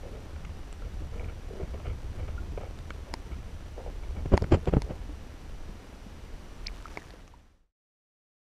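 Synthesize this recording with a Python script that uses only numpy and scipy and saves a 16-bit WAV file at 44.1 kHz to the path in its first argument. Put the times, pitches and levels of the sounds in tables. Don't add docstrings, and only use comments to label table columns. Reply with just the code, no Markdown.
import sys
import numpy as np
from scipy import signal
from scipy.fft import rfft, irfft, next_fast_len
from scipy.io import wavfile
from scipy.ndimage import uniform_filter1d

SR = 44100
rng = np.random.default_rng(int(sys.argv[2]) if len(sys.argv) > 2 else 0)


def wav_record(signal):
    frames = np.transpose(np.atleast_2d(signal))
    bounded = np.clip(frames, -1, 1)
    quanta = np.round(bounded * 32767).astype(np.int16)
    wavfile.write(sys.argv[1], SR, quanta)


N = 370881
TIME = np.arange(N) / SR


def from_db(db):
    return 10 ** (np.asarray(db) / 20)


def unit_rms(x):
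    return x / np.sqrt(np.mean(x ** 2) + 1e-20)


def even_out(x, window_s):
    power = uniform_filter1d(x * x, max(int(window_s * SR), 2))
    return x / np.sqrt(np.abs(power) + 1e-4)


def add(track, s, sound):
    start = max(round(s * SR), 0)
    track[start:start + len(sound)] += sound[:N - start]


def colour(x, spectrum):
    hz, db = np.transpose(spectrum)
    size = next_fast_len(N)
    log_hz = np.log(np.maximum(np.fft.rfftfreq(size, 1 / SR), 1))
    gain = from_db(np.interp(log_hz, np.log(hz), db))
    return unit_rms(irfft(rfft(x, size) * gain, size)[:N])


def soften(x, hz):
    pole = np.exp(-2 * np.pi * hz / SR)
    return signal.lfilter([1 - pole], [1, -pole], x + 1e-18)


def slips(per_s, spread_db):
    sizes = from_db(spread_db * np.minimum(rng.exponential(1, N), 4)) * rng.choice([-1, 1], N)
    return sizes * (rng.random(N) < per_s / SR)


def resonate(x, modes):
    return unit_rms(sum((-1) ** k * from_db(db) * signal.lfilter(*signal.iirpeak(hz, hz / width, SR), x)
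                        for k, (hz, width, db) in enumerate(modes)))


def ring(force, modes, pitch):
    t = np.arange(len(force)) / SR
    body = np.zeros(len(t))
    for hz, db, t60 in modes:
        db += 1.5 * rng.standard_normal()
        hz *= pitch * np.exp(0.038 * rng.standard_normal())
        body += from_db(db - 60 * t / t60) * np.sin(2 * np.pi * hz * t)
    return signal.fftconvolve(force, body)[:len(force)]


def flutter(per_s=6, spread_db=3):
    return from_db(spread_db * np.interp(TIME * per_s, np.arange(N), rng.standard_normal(N)))


# time in seconds, strength in dB.
CURRENT = [(0.0, -38.5), (.4, -41), (.7, -43), (1.2, -38), (1.4, -41.5), (1.65, -39), (2.5, -39.5),
           (3.3, -39), (3.55, -43), (4.15, -39.5), (4.62, -37.5), (4.95, -40.5), (5.4, -43.5), (6.1, -44),
           (6.9, -45), (7.5, -44.5)]

def current():
    strength_db = np.interp(TIME, *np.transpose(CURRENT))
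    return strength_db.mean(), strength_db - strength_db.mean()


# frequency in Hz, relative density in dB.
SWELL_SPECTRUM = [(8, -13.5), (16, 0), (25, -1.5), (42, 1), (55, -9.5), (75, -19.5), (150, -45.5),
                  (600, -87.5)]
BUFFET_SPECTRUM = [(25, -18.5), (45, -7), (62, 0.5), (80, -0.5), (100, -9.5), (130, -14), (180, -24.5),
                   (260, -33), (450, -32.5), (900, -49.5), (3000, -88.5)]
# peak time in seconds, extra buffeting in dB.
STRONG_EDDIES = [(.86, 8), (1.9, 9.5), (1.25, 4), (2.8, 0), (3.32, 5.5), (3.88, 4.5)]

def rumble(current_db, surge_db, buffet_growth=1.7, eddy_width_s=0.019):
    swell = even_out(colour(rng.standard_normal(N), SWELL_SPECTRUM), window_s=0.16) * flutter()
    buffet = even_out(colour(rng.standard_normal(N), BUFFET_SPECTRUM), window_s=0.18) * flutter()
    eddy_db = sum(db * np.exp(-0.5 * ((TIME - s) / eddy_width_s) ** 2) for s, db in STRONG_EDDIES)
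    swell *= from_db(surge_db - 4)
    buffet *= from_db(buffet_growth * surge_db + eddy_db - 5.5)
    return from_db(current_db) * (swell + buffet)


def pocket_swarm(per_s, cycles, low_hz, high_hz):
    out = np.zeros(N)
    for hz in np.geomspace(low_hz, high_hz, num=12):
        kicks = slips(per_s / 12, spread_db=1) + 1e-18
        out += signal.lfilter(*signal.iirpeak(hz, cycles / 2, fs=SR), kicks) / hz
    return unit_rms(out)


def gurgle(surge_db):
    return from_db(-56 + 0.8 * surge_db) * pocket_swarm(per_s=130, cycles=7.3, low_hz=130, high_hz=560)


# frequency in Hz, relative density in dB.
HISS_SPECTRUM = [(100, -3.5), (200, -2), (400, -6), (800, -9.5), (1700, -14), (3000, -18.5), (5500, -23.5),
                 (7000, -27), (10000, -32.5), (12500, -35.5), (14500, -43.5)]
# frequency in Hz, level in dB.
WHINE_TONES = [(2937, -79.5), (5844.2, -77.5), (5874.2, -84), (8781.2, -86), (11688.3, -94),
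               (11718.3, -91.5), (14625.4, -89), (14655.3, -96)]

def camera_noise():
    whine = sum(np.sqrt(2) * from_db(db) * np.sin(2 * np.pi * (hz * TIME + rng.random()))
                for hz, db in WHINE_TONES)
    hiss = from_db(-55) * colour(rng.standard_normal(N), HISS_SPECTRUM)
    return hiss + whine


# start in seconds, length in seconds,
# murmur level in dB, rasp level in dB, murmur pitch in Hz.
GRIP_STROKES = [(0.029, 0.094, -47, -64, 474), (0.12, 0.14, -50.5, -68, 486), (.36, 0.012, -51, -53, 515),
                (0.448, 0.0083, -64, -42, 515), (0.812, 0.13, -57, -69, 490),
                (1.119, 0.14, -51.5, -65, 490), (1.192, 0.088, -51, -61, 480),
                (1.283, 0.038, -52.5, -55, 520), (1.494, 0.13, -47.5, -75, 427),
                (1.593, 0.072, -43.5, -61, 424), (1.737, 0.035, -42, -62, 470),
                (1.797, 0.026, -49.5, -57, 600), (1.848, 0.094, -48.5, -53, 460),
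                (2.181, 0.1, -50.5, -59, 535), (2.279, 0.027, -47.5, -50, 523),
                (2.575, .012, -36.5, -53.5, 500), (2.604, 0.093, -46, -58, 525),
                (3.062, 0.1, -53.5, -68, 590), (3.316, 0.042, -59, -56, 510), (3.775, 0.069, -45, -77, 500),
                (3.859, 0.047, -43, -63, 540), (4.032, 0.027, -55, -58, 510),
                (4.16, 0.064, -51.5, -58.5, 560), (4.844, 0.14, -50, -73, 497),
                (5.925, 0.018, -54, -73, 580)]
# multiple of its pitch, width as a share of frequency, gain in dB.
LOW_RUB_MODES = [(.9, 0.13, 2), (1.13, 0.16, -1), (1.5, 0.17, -5.5)]
# frequency in Hz, width in Hz, gain in dB.
HIGH_RUB_MODES = [(1303, 290, -1), (2262, 220, 0.5), (3000, 500, -5.5)]

def rubbing():
    out = np.zeros(N)
    creep = slips(per_s=1300, spread_db=5)
    rasp = even_out(resonate(resonate(creep, HIGH_RUB_MODES), HIGH_RUB_MODES), window_s=0.053)
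    for s, length, murmur_db, rasp_db, pitch_hz in GRIP_STROKES:
        start, size = round(s * SR), int(length * SR)
        modes = [(pitch_hz * k, pitch_hz * k * width, db) for k, width, db in LOW_RUB_MODES]
        dull_creep = soften(creep[start:start + SR // 2], 2 * pitch_hz)
        murmur = even_out(resonate(dull_creep, modes), window_s=0.031)[SR // 8:]
        stroke = from_db(murmur_db) * murmur[:size] + from_db(rasp_db) * rasp[start:start + size]
        pressure = np.sin(np.pi * np.linspace(0, 1, size) ** 0.42)
        add(out, s, pressure * stroke)
    return out


# start in seconds, level in dB,
# hardness as a cutoff in Hz, pitch as a multiple of the shell's modes.
SHELL_TICKS = [(0.45, -43, 6000, 1.2), (0.7276, -36, 5000, 1.36), (2.7892, -41.5, 9000, 0.69),
               (2.9053, -30, 4000, 0.62), (3.1395, -21, 4900, 0.943), (4.3717, -30, 4500, 1.24),
               (4.3769, -12.5, 1500, .95), (4.422, -30, 4000, 1), (4.657, -34, 6000, 0.73),
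               (4.82, -26, 10100, 0.96), (6.787, -42.5, 3000, 0.76), (6.825, -41, 5000, 1.5),
               (6.8823, -38, 4000, 1.05), (6.9729, -22, 1200, 1.05), (7.106, -37, 7000, .81),
               (7.2783, -37, 7000, 1.26)]
# frequency in Hz, level in dB, seconds to fall 60 dB.
SHELL_MODES = [(414, -19.5, .018), (650, -17.5, 0.0091), (990, -7.5, 0.014), (1510, -12, 0.0017),
               (2110, -2.5, 0.0038), (3730, -16, 0.0073), (4400, -15.5, 0.012), (5220, -3.5, 0.0049),
               (6715, -12, 0.0055), (8500, -24.5, 0.0037), (10430, -10.5, 0.00414)]

def ticks(grit_s=0.0012, wall_cutoff_hz=10500):
    out, t = np.zeros(N), np.arange(SR // 20) / SR
    for s, db, hard_hz, pitch in SHELL_TICKS:
        grit = 0.053 * rng.standard_normal(len(t)) * np.exp(-t / grit_s)
        force = soften(signal.unit_impulse(len(t)) + grit, hard_hz)
        add(out, s, from_db(db) * ring(force, SHELL_MODES, pitch))
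    return signal.sosfilt(signal.butter(4, wall_cutoff_hz, fs=SR, output="sos"), out)


def plink(hz, t60, rise_octaves):
    t = np.arange(int(t60 * SR)) / SR
    phase = 2 * np.pi * np.cumsum(hz * 2 ** (rise_octaves * t / t60)) / SR
    onset_s = 0.084 * t60
    attack = np.sin(np.pi / 2 * np.minimum(t / onset_s, 1)) ** 2
    decay = from_db(-60 * np.maximum(t - onset_s, 0) / t60)
    return attack * decay * np.sin(phase)


# start in seconds, pitch in Hz, level in dB, seconds to fall 60 dB.
PINGS_AND_BUBBLES = [(.821, 1350, -43.5, 0.018), (1.196, 2290, -38.5, 0.011), (1.244, 2370, -42.5, 0.012),
                     (1.596, 390, -35, 0.075), (2.377, 1403, -41, 0.06), (2.9057, 1450, -32.5, 0.013),
                     (2.905, 2260, -37.5, 0.015), (5.086, 293, -39.5, 0.11), (5.69, 198, -38.5, 0.054),
                     (6.06, 206, -40.5, 0.071)]

def pings_and_bubbles():
    out = np.zeros(N)
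    for s, hz, db, t60 in PINGS_AND_BUBBLES:
        add(out, s, from_db(db) * plink(hz, t60, rise_octaves=0.037))
    return out


# time in seconds, thump level in dB, hardness as a
# cutoff in Hz, pitch as a multiple of the case's modes, scuff level in dB, contact length in seconds,
# scuff cutoff in Hz.
CASE_BUMPS = [(1.02, -38, 500, 0.96, -45, 0.011, 500), (1.632, -28.5, 400, 1.03, -35, 0.004, 700),
              (4.175, -34, 300, 1.1, -42, 0.012, 720), (4.258, -33, 900, 1.05, -29.5, .003, 2500),
              (4.320, -21, 300, 1.07, -41, 0.0022, 1505), (4.3375, -10.5, 1300, 1.06, -24, 0.013, 2000),
              (4.4215, -22.5, 249, 1.16, -27, 0.006, 700), (4.441, -25.5, 300, 0.89, -29, 0.0028, 2500),
              (4.5225, -8, 394, 0.98, -21, 0.006, 3530), (4.542, -13.5, 900, 1.1, -23, .009, 3500),
              (4.572, -32, 300, 1.3, -39.5, 0.014, 1000), (4.6747, -20, 800, 1.02, -26.5, 0.0061, 2200),
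              (4.686, -26, 400, 1.1, -31.5, 0.0069, 3000), (4.7367, -15, 400, 0.96, -25, 0.009, 1780),
              (4.7685, -14, 1200, 0.84, -31, 0.01, 1500), (4.907, -26.5, 600, 1, -31, 0.0075, 1500)]
# frequency in Hz, level in dB, seconds to fall 60 dB.
CASE_MODES = [(77, -7, .08), (168, -4.5, .06), (255, -12, 0.038), (355, -4, 0.039), (505, -8.5, 0.05),
              (880, -12.5, 0.02), (1350, -17.5, .014)]
# frequency in Hz, relative density in dB.
SCUFF_SPECTRUM = [(25, -13), (70, 4.5), (165, 3.5), (250, -2.5), (450, -5), (640, -8.5), (1000, -17),
                  (1400, -17), (1750, -22), (2200, -20.5), (3200, -20.5), (3800, -36), (4700, -23.5),
                  (6200, -34), (7300, -22), (9000, -40.5), (13000, -52.5)]

def bumps(judder=0.016, scuff_delay_s=0.002):
    friction = even_out(colour(slips(per_s=2500, spread_db=3), SCUFF_SPECTRUM), window_s=0.018)
    chatter = even_out(slips(per_s=1400, spread_db=3), window_s=0.01)
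    out, t = np.zeros(N), np.arange(SR // 5) / SR
    for k, (s, thump_db, hard_hz, pitch, scuff_db, length, bright_hz) in enumerate(CASE_BUMPS):
        lead = round(3 * length * SR)
        start = round(s * SR) - lead
        contact = slice(start, start + len(t))
        pressure = 1 / np.cosh(1.37 * (t - lead / SR) / length)
        blow = (-1) ** (k + 1) * signal.unit_impulse(len(t), lead)
        force = soften(blow + judder * pressure * chatter[contact], hard_hz)
        add(out, start / SR, from_db(thump_db) * ring(force, CASE_MODES, pitch))
        scuff = soften(soften(friction[contact] * pressure, bright_hz), bright_hz)
        add(out, start / SR + scuff_delay_s, from_db(scuff_db) * scuff)
    return out


def trickle(surface_s=6.55, build_s=0.36):
    age = np.maximum(TIME - surface_s, 0) / build_s
    runoff = age * np.exp(1 - age)
    return from_db(-60.5) * runoff * pocket_swarm(per_s=260, cycles=6.97, low_hz=890, high_hz=6490)


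# start in seconds, pitch in Hz, level in dB.
SURFACE_DRIPS = [(6.663, 2260, -36), (6.6682, 4250, -24.5), (6.6706, 5000, -23.5), (6.682, 2220, -32),
                 (6.855, 1270, -32.5), (6.973, 2130, -29.5), (6.9735, 998, -34), (7.019, 1760, -42),
                 (7.134, 483, -42), (7.338, 930, -37)]

def drips(cycles=24.5):
    out = np.zeros(N)
    for s, hz, db in SURFACE_DRIPS:
        add(out, s, from_db(db) * plink(hz, t60=cycles / hz, rise_octaves=0.2))
    return out


def scene():
    current_db, surge_db = current()
    water = rumble(current_db, surge_db) + gurgle(surge_db) + drips() + trickle()
    return (water + pings_and_bubbles() + rubbing() + bumps() + ticks() + camera_noise())[None]


def record(dry):
    fade_start_s, fade_end_s = 6.99, 7.736
    gain_db, cutoff_hz = 2.5, 15300
    fade = np.clip((fade_end_s - TIME) / (fade_end_s - fade_start_s), 0, 1) ** 1.62
    low_pass = signal.ellip(10, 0.1, 70, cutoff_hz, fs=SR, output="sos")
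    return signal.sosfilt(low_pass, dry * from_db(gain_db) * fade)


dry = scene()
out = record(dry)
wav_record(out)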